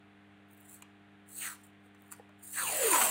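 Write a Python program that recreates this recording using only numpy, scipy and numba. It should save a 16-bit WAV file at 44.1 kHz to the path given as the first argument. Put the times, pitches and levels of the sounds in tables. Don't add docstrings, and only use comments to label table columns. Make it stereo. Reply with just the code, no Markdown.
import sys
import numpy as np
from scipy import signal
from scipy.fft import rfft, irfft, next_fast_len
from scipy.io import wavfile
from scipy.ndimage import map_coordinates
from numba import njit

SR = 44100
rng = np.random.default_rng(int(sys.argv[2]) if len(sys.argv) > 2 else 0)


def dump_mix(stems):
    frames = np.atleast_2d(stems).T
    limited = np.clip(frames, -1, 1)
    pcm = np.round(limited * 32767).astype(np.int16)
    wavfile.write(sys.argv[1], SR, pcm)


N = 136710

# (time [s], level [dB])
PICK_CRACKLE = [(0.47, -97), (0.514, -70.5), (0.564, -78), (0.572, -70), (0.658, -63), (0.686, -56),
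                (0.756, -52.5), (0.81, -67)]
EASE_CRACKLE = [(1.25, -89), (1.286, -57.5), (1.378, -40.5), (1.468, -37.5), (1.536, -48), (1.572, -67),
                (1.628, -73), (1.638, -57.5), (1.72, -86)]
REGRIP_CRACKLE = [(1.8, -92), (1.86, -70), (1.92, -99), (1.99, -75), (2.03, -73), (2.1, -70),
                  (2.123, -39.5), (2.135, -58.5), (2.2, -71)]
PULL_CRACKLE = [(2.38, -83), (2.392, -67), (2.415, -70), (2.434, -46.5), (2.466, -50), (2.582, -34),
                (2.766, -31.5), (2.946, -25.5), (3.0, -26), (3.016, -24), (3.032, -27), (3.044, -23),
                (3.076, -28.5), (3.1, -28.5)]
# (time [s], lowest resonance [Hz], its level [dB], second's [dB], upper ones' [dB])
EASE_STRIP = [(1.35, 4200, -76, -87, -82), (1.385, 3300, -62, -75, -68), (1.412, 2550, -53, -60, -53),
              (1.44, 2050, -46.5, -56, -45), (1.466, 1700, -43.5, -54, -66), (1.508, 1400, -52, -64, -56),
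              (1.569, 1050, -70, -83, -65)]
PULL_STRIP = [(2.529, 2100, -65, -66, -55), (2.557, 1800, -53, -68, -47), (2.58, 1600, -38, -57, -48),
              (2.614, 1420, -41, -46, -51), (2.65, 1060, -46, -49.5, -49), (2.68, 860, -51.5, -40.5, -43),
              (2.708, 727, -44.5, -49.5, -40), (2.771, 609, -43, -47, -44.5),
              (2.827, 496, -35, -49.5, -37.5), (2.875, 425, -40, -52, -36), (2.898, 365, -38.5, -42, -37),
              (2.925, 347, -39, -42, -35.5), (2.934, 324.4, -43, -28.5, -30), (2.967, 301, -47, -35, -30),
              (2.999, 276, -54, -40.5, -38), (3.02, 250, -39, -38.5, -29.5),
              (3.033, 224.3, -54.5, -42, -35.5), (3.1, 206, -49.5, -40.5, -36.5)]
# (multiple of the lowest, level [dB])
OVERTONES = [(4.1, -6.5), (5.1, -7.5), (7, -8), (9, -12)]
# (centre [Hz], width [Hz], gain [dB])
RING_PEAKS = [(290, 70, -4), (383, 25, 4), (445, 25, 4), (505, 25, 3), (700, 160, -3), (890, 35, 6),
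              (981, 40, 9), (1138, 40, 3), (1310, 45, 6), (1750, 200, 2), (2750, 500, 4.5), (4400, 600, 4)]
# (time [s], level [dB])
EASE_SLIPS = [(1.36, -72), (1.405, -53), (1.447, -42.5), (1.467, -43), (1.52, -54), (1.56, -72)]
PULL_SLIPS = [(2.52, -71), (2.581, -38.5), (2.62, -42), (2.76, -41), (2.86, -36), (2.92, -34),
              (2.955, -30.5), (2.99, -37), (3.02, -32), (3.1, -40.5)]
# (time [s], level [dB])
THREADS = [(0.486, -58), (0.507, -56), (0.513, -47), (0.523, -50), (0.532, -47), (0.536, -44), (0.548, -48),
           (0.568, -53), (0.575, -45), (0.578, -44), (0.604, -43), (0.611, -44), (0.683, -43), (0.71, -40),
           (2.001, -62), (2.022, -46), (2.040, -59), (2.062, -58), (2.080, -53), (2.432, -45)]
# (time [s], snap level [dB], knock level [dB], t60 [s])
TICKS = [(1.287, -46.5, -78, .025), (1.614, -58, -80, 0.022), (1.666, -50, -87, 0.018),
         (1.947, -60, -52, 0.02), (2.117, -38, -46.5, 0.019), (2.124, -40, -37.5, 0.016),
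         (2.133, -60, -44.5, 0.03), (2.292, -63, -52, 0.014), (2.474, -36, -56, 0.024),
         (2.484, -46, -65, 0.017), (2.736, -40, -31, 0.017), (2.931, -26, -19, .035),
         (3.014, -26, -19.5, 0.034)]
# (time [s], level [dB], pitch ratio)
BUMPS = [(1.862, -55, 0.53), (2.196, -40.5, 0.97), (2.292, -54, 1.24)]
# (frequency [Hz], level [dB], t60 [s])
CORE_MODES = [(498, 1, 0.034), (850, 1, 0.027), (1870, -6, 0.022)]
# (time [s], level [dB])
ROLL_RUMBLE = [(2.55, -90), (2.62, -52), (2.655, -55), (2.7, -54), (2.765, -54), (2.82, -82), (3.0, -61),
               (3.1, -58)]
# (harmonic number, level [dB])
HUM_HARMONICS = [(2, -69), (3, -84.5), (4, -64), (6, -65.5), (8, -73.5), (9, -82), (14, -75.5), (15, -81.5),
                 (16, -78)]

# (frequency [Hz], relative level [dB])
CRACKLE_COLOUR = [(100, -30), (1000, -102), (3000, -43), (4000, -8.5), (5100, -7), (5900, -7), (7000, -2),
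                  (8700, 3.5), (11000, 1), (13500, -1), (15800, -4.5)]
FLUTTER_COLOUR = [(100, -15), (300, -12), (600, 2.5), (1200, -8.5), (2000, -18.5), (2800, -4), (3800, -4.5),
                  (6000, 2), (16000, -23)]
SLIP_COLOUR = [(50, -47), (250, -17.5), (700, -4), (1050, 3.5), (1500, 0), (2150, -4.5), (2700, -1),
               (3450, -3.5), (4300, 0.5), (5100, -6), (6000, 3.5), (8000, -6), (15000, -13.5)]
THREAD_COLOUR = [(500, -30), (3000, -20), (7000, -15.5), (10000, 0), (14500, 1)]
FLICK_COLOUR = [(200, -24), (600, -9), (950, 1), (1350, -9), (2000, -1), (2700, 0), (4200, -7), (5200, -8),
                (6800, 2), (10000, -2), (15000, -12)]
KNOCK_COLOUR = [(40, -55), (150, -20), (500, -18), (1000, 9), (1900, 7), (3500, -7), (6000, 6),
                (15000, -38)]
RUMBLE_COLOUR = [(25, -36), (55, -18), (100, -7), (150, -5), (220, -17), (500, -2), (2000, -65)]
AIR_COLOUR = [(20, -47), (30, -20), (42, -9), (90, -1.5), (150, 1), (300, -3.5), (550, -3.5), (1000, -4),
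              (1600, -0.5), (2400, -4.5), (3600, -10.5), (5200, -29.5), (9000, -27.5), (16000, -43)]

# (delay [ms], relative gain, wander of the delay [ms])
HAND_ECHOES = [(0.478, 0.75, 0.071), (.8, 0.33, 0.133), (1.402, 0.39, 0.27), (2.1, 0.13, 0.265),
               (3.2, 0.22, 0.31)]
# (delay [ms], gain, left channel's lead [ms])
DESK_ECHOES = [(.75, 0.024, -0.12), (1.35, 0.059, 0.42), (2.3, -0.085, 0.071), (3.9, 0.1, 0.062),
               (6.4, 0.087, -0.247), (9.7, 0.058, -0.064), (16.3, 0.012, 0.14)]
# (frequency [Hz], left minus right [dB])
MIC_BALANCE = [(100, 3), (450, -6), (1200, -6.5), (3300, -3.5), (5500, -1), (9000, 0.5), (15000, 0)]
# (frequency [Hz], lead [rad])
CHANNEL_PHASE = [(20, 0), (800, 0.05), (2500, .7), (4200, 2), (5450, 3.14), (7000, 4.9), (7800, 6),
                 (9200, 6.6), (11000, 9), (12200, 9.7), (14000, 12.2), (16000, 12.8)]
# (frequency [Hz], t60 [s])
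ROOM_DECAY = [(150, 0.16), (1000, 0.22), (5000, 0.35), (15000, 0.45)]
# (frequency [Hz], level [dB])
ROOM_COLOUR = [(200, -8.5), (1000, -4.5), (3000, -6.5), (7000, -16.5), (15000, -27)]


def snaps(per_s=9000, spread_db=3, clump_db=1.43, clumps_per_s=260):
    breaks = rng.random(N) < per_s / SR
    size = amp(spread_db * np.minimum(rng.standard_normal(N), 2))
    sign = rng.choice([-1, 1], N)
    clumps = amp(clump_db * wobble(clumps_per_s))
    return unit(breaks * sign * size * clumps)


def crackle(glue):
    slow = envelope(PICK_CRACKLE) + envelope(REGRIP_CRACKLE)
    fast = envelope(EASE_CRACKLE) + envelope(PULL_CRACKLE)
    return slow * coloured(snaps(per_s=1400), CRACKLE_COLOUR) + fast * coloured(glue, CRACKLE_COLOUR)


def strip(glue, rows, loss_hz=1660, max_loss=5.6, upper_fade_hz=2470, flutter_db=-1.5):
    times, pitch, *levels = np.transpose(rows)
    low_gain, second_gain, upper_gain = (envelope(zip(times, db)) for db in levels)
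    hz = np.exp(np.interp(np.arange(N) / SR, times, np.log(pitch)))
    loss = np.minimum(1 + (hz / loss_hz) ** 2, max_loss)
    low_q, overtone_q = 10 / loss, 11.7 / loss
    lowest = resonance(glue, hz, low_q)
    second = resonance(glue, 3.08 * hz, overtone_q)
    upper = sum(amp(db) * resonance(glue, k * hz, overtone_q) / np.hypot(1, k * hz / upper_fade_hz)
                for k, db in OVERTONES)
    flutter = coloured(snaps(), FLUTTER_COLOUR)
    _, flutter = moving_filter(flutter, np.tan(np.pi * hz / SR), np.ones(N))
    return low_gain * lowest + second_gain * second + upper_gain * (upper + amp(flutter_db) * flutter)


def ring_colour(hz):
    return amp(sum(db / (1 + (2 * (hz - centre) / width) ** 2) for centre, width, db in RING_PEAKS))


def slips(per_s=520, jitter=.45, spread_db=3):
    gap, size = rng.standard_normal((2, 4000))
    onsets = (np.cumsum(np.exp(jitter * gap)) / per_s * SR).astype(int)
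    strength = amp(spread_db * np.clip(size, -2, 2))
    pulses = unit(np.bincount(onsets, strength, N)[:N])
    return coloured(pulses, SLIP_COLOUR) * (envelope(EASE_SLIPS) + envelope(PULL_SLIPS))


def threads():
    shape = sum(amp(db) * burst(start, t60=.005, attack_s=.0001) for start, db in THREADS)
    return coloured(shape * rng.standard_normal(N), THREAD_COLOUR)


def flick(lag_at_1khz_s=.0047):
    crack = amp(-35) * burst(start_s=.8197, t60=.018) * rng.standard_normal(N)
    crack = coloured(crack, FLICK_COLOUR)
    return filtered(crack, lambda hz: np.exp(-4j * np.pi * lag_at_1khz_s * np.sqrt(1000 * hz)))


def ticks():
    snap, knock = np.zeros((2, N))
    for start, snap_db, knock_db, t60 in TICKS:
        shape = burst(start, t60)
        snap += amp(snap_db) * shape
        knock += amp(knock_db) * shape
    return coloured(snap * snaps(), CRACKLE_COLOUR) + coloured(knock * snaps(), KNOCK_COLOUR)


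def bumps():
    out = np.zeros(N)
    for start, db, ratio in BUMPS:
        t = np.arange(N) / SR - start
        for hz, mode_db, t60 in CORE_MODES:
            shape = amp(db + mode_db) * burst(start, t60, attack_s=.0021)
            out += shape * np.sin(2 * np.pi * hz * ratio * t)
    return out


def rumble():
    return envelope(ROLL_RUMBLE) * coloured(rng.standard_normal(N), RUMBLE_COLOUR)


def hands(x, moves_per_s=9):
    echoes = np.zeros(N)
    for ms, gain, wander_ms in HAND_ECHOES:
        delay = (ms + wander_ms * wobble(moves_per_s)) * SR / 1000
        echoes += gain * map_coordinates(x, [np.arange(N) - delay])
    return (x + echoes) / np.sqrt(1 + sum(gain ** 2 for _, gain, _ in HAND_ECHOES))


def stereo_image(hz):
    sides = np.array([[.5], [-.5]])
    direct = np.exp(1j * sides * along(CHANNEL_PHASE, hz))
    early = sum(gain * np.exp(-2j * np.pi * hz * (ms - sides * lead_ms) / 1000)
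                for ms, gain, lead_ms in DESK_ECHOES)
    return amp(sides * along(MIC_BALANCE, hz)) * (direct + early)


def room(x):
    hz, t, noise = signal.stft(rng.standard_normal((2, SR // 2)), SR, nperseg=256)
    decay = amp(-60 * t / along(ROOM_DECAY, hz)[:, None])
    energy = np.sum(decay ** 2, axis=1, keepdims=True) * 128
    decay *= amp(along(ROOM_COLOUR, hz))[:, None] / np.sqrt(energy)
    _, tail = signal.istft(noise * decay, SR, nperseg=256)
    delayed = np.pad(x, (SR // 250, 0))
    return signal.fftconvolve(delayed[None], tail, axes=1)[:, :N]


def room_tone(mains_hz=50, air_db=-61.5):
    t = np.arange(N) / SR
    hum = sum(np.sqrt(2) * amp(db) * np.sin(2 * np.pi * (k * mains_hz * t + rng.random()))
              for k, db in HUM_HARMONICS)
    air = amp(air_db) * coloured(rng.standard_normal((2, N)), AIR_COLOUR)
    return hum * amp([[-.5], [.5]]) + air


def amp(db):
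    return 10 ** (np.asarray(db) / 20)


def unit(x):
    return x / np.sqrt(np.mean(x ** 2) + 1e-20)


def along(points, hz):
    freqs, values = np.transpose(points)
    return np.interp(np.log(hz + 1), np.log(freqs + 1), values)


def envelope(points):
    times, db = zip(*points)
    after_db = db[-1] if times[-1] > N / SR - .05 else -140
    return amp(np.interp(np.arange(N) / SR, times, db, left=-140, right=after_db))


def burst(start_s, t60, attack_s=.0011):
    t = np.maximum(np.arange(N) / SR - start_s, 0)
    return amp(-60 * t / t60) * (1 - np.exp(-t / attack_s))


def wobble(knots_per_s):
    knots = rng.standard_normal(int(N * knots_per_s / SR) + 4)
    return map_coordinates(knots, [np.arange(N) * knots_per_s / SR])


def filtered(x, response):
    size = next_fast_len(N + SR // 2)
    return irfft(rfft(x, size) * response(np.fft.rfftfreq(size, 1 / SR)), size)[..., :N]


def coloured(x, colour):
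    return filtered(x, lambda hz: unit(amp(along(colour, hz))))


@njit
def moving_filter(x, tuning, damping):
    out = np.zeros((2, len(x)))
    band_state = low_state = 0.0
    for i in range(len(x)):
        g = tuning[i]
        feedback = damping[i] + g
        high = (x[i] - feedback * band_state - low_state) / (1 + g * feedback)
        band = g * high + band_state
        band_state = band + g * high
        low_state += 2 * g * band
        out[0, i], out[1, i] = band, high
    return out


def resonance(x, hz, q):
    angle = np.pi * np.minimum(hz, SR / 2.5) / SR
    damping = 2 / q
    for _ in range(2):
        x = damping * moving_filter(x, np.tan(angle), damping)[0]
    return x / np.sqrt(damping * np.sin(2 * angle) / 4)


def scene():
    glue = snaps()
    ringing = filtered(strip(glue, EASE_STRIP) + strip(glue, PULL_STRIP), ring_colour)
    rasp = hands(crackle(glue) + slips())
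    tape = rasp + ringing + threads() + flick() + ticks() + bumps()
    return filtered(tape, stereo_image) + room(tape) + rumble() + room_tone()


def record(dry):
    top_hz, edge_hz = 15800, 45
    return filtered(dry, lambda hz: (1 - np.tanh((hz - top_hz) / edge_hz)) / 2)


dry = scene()
out = record(dry)
dump_mix(out)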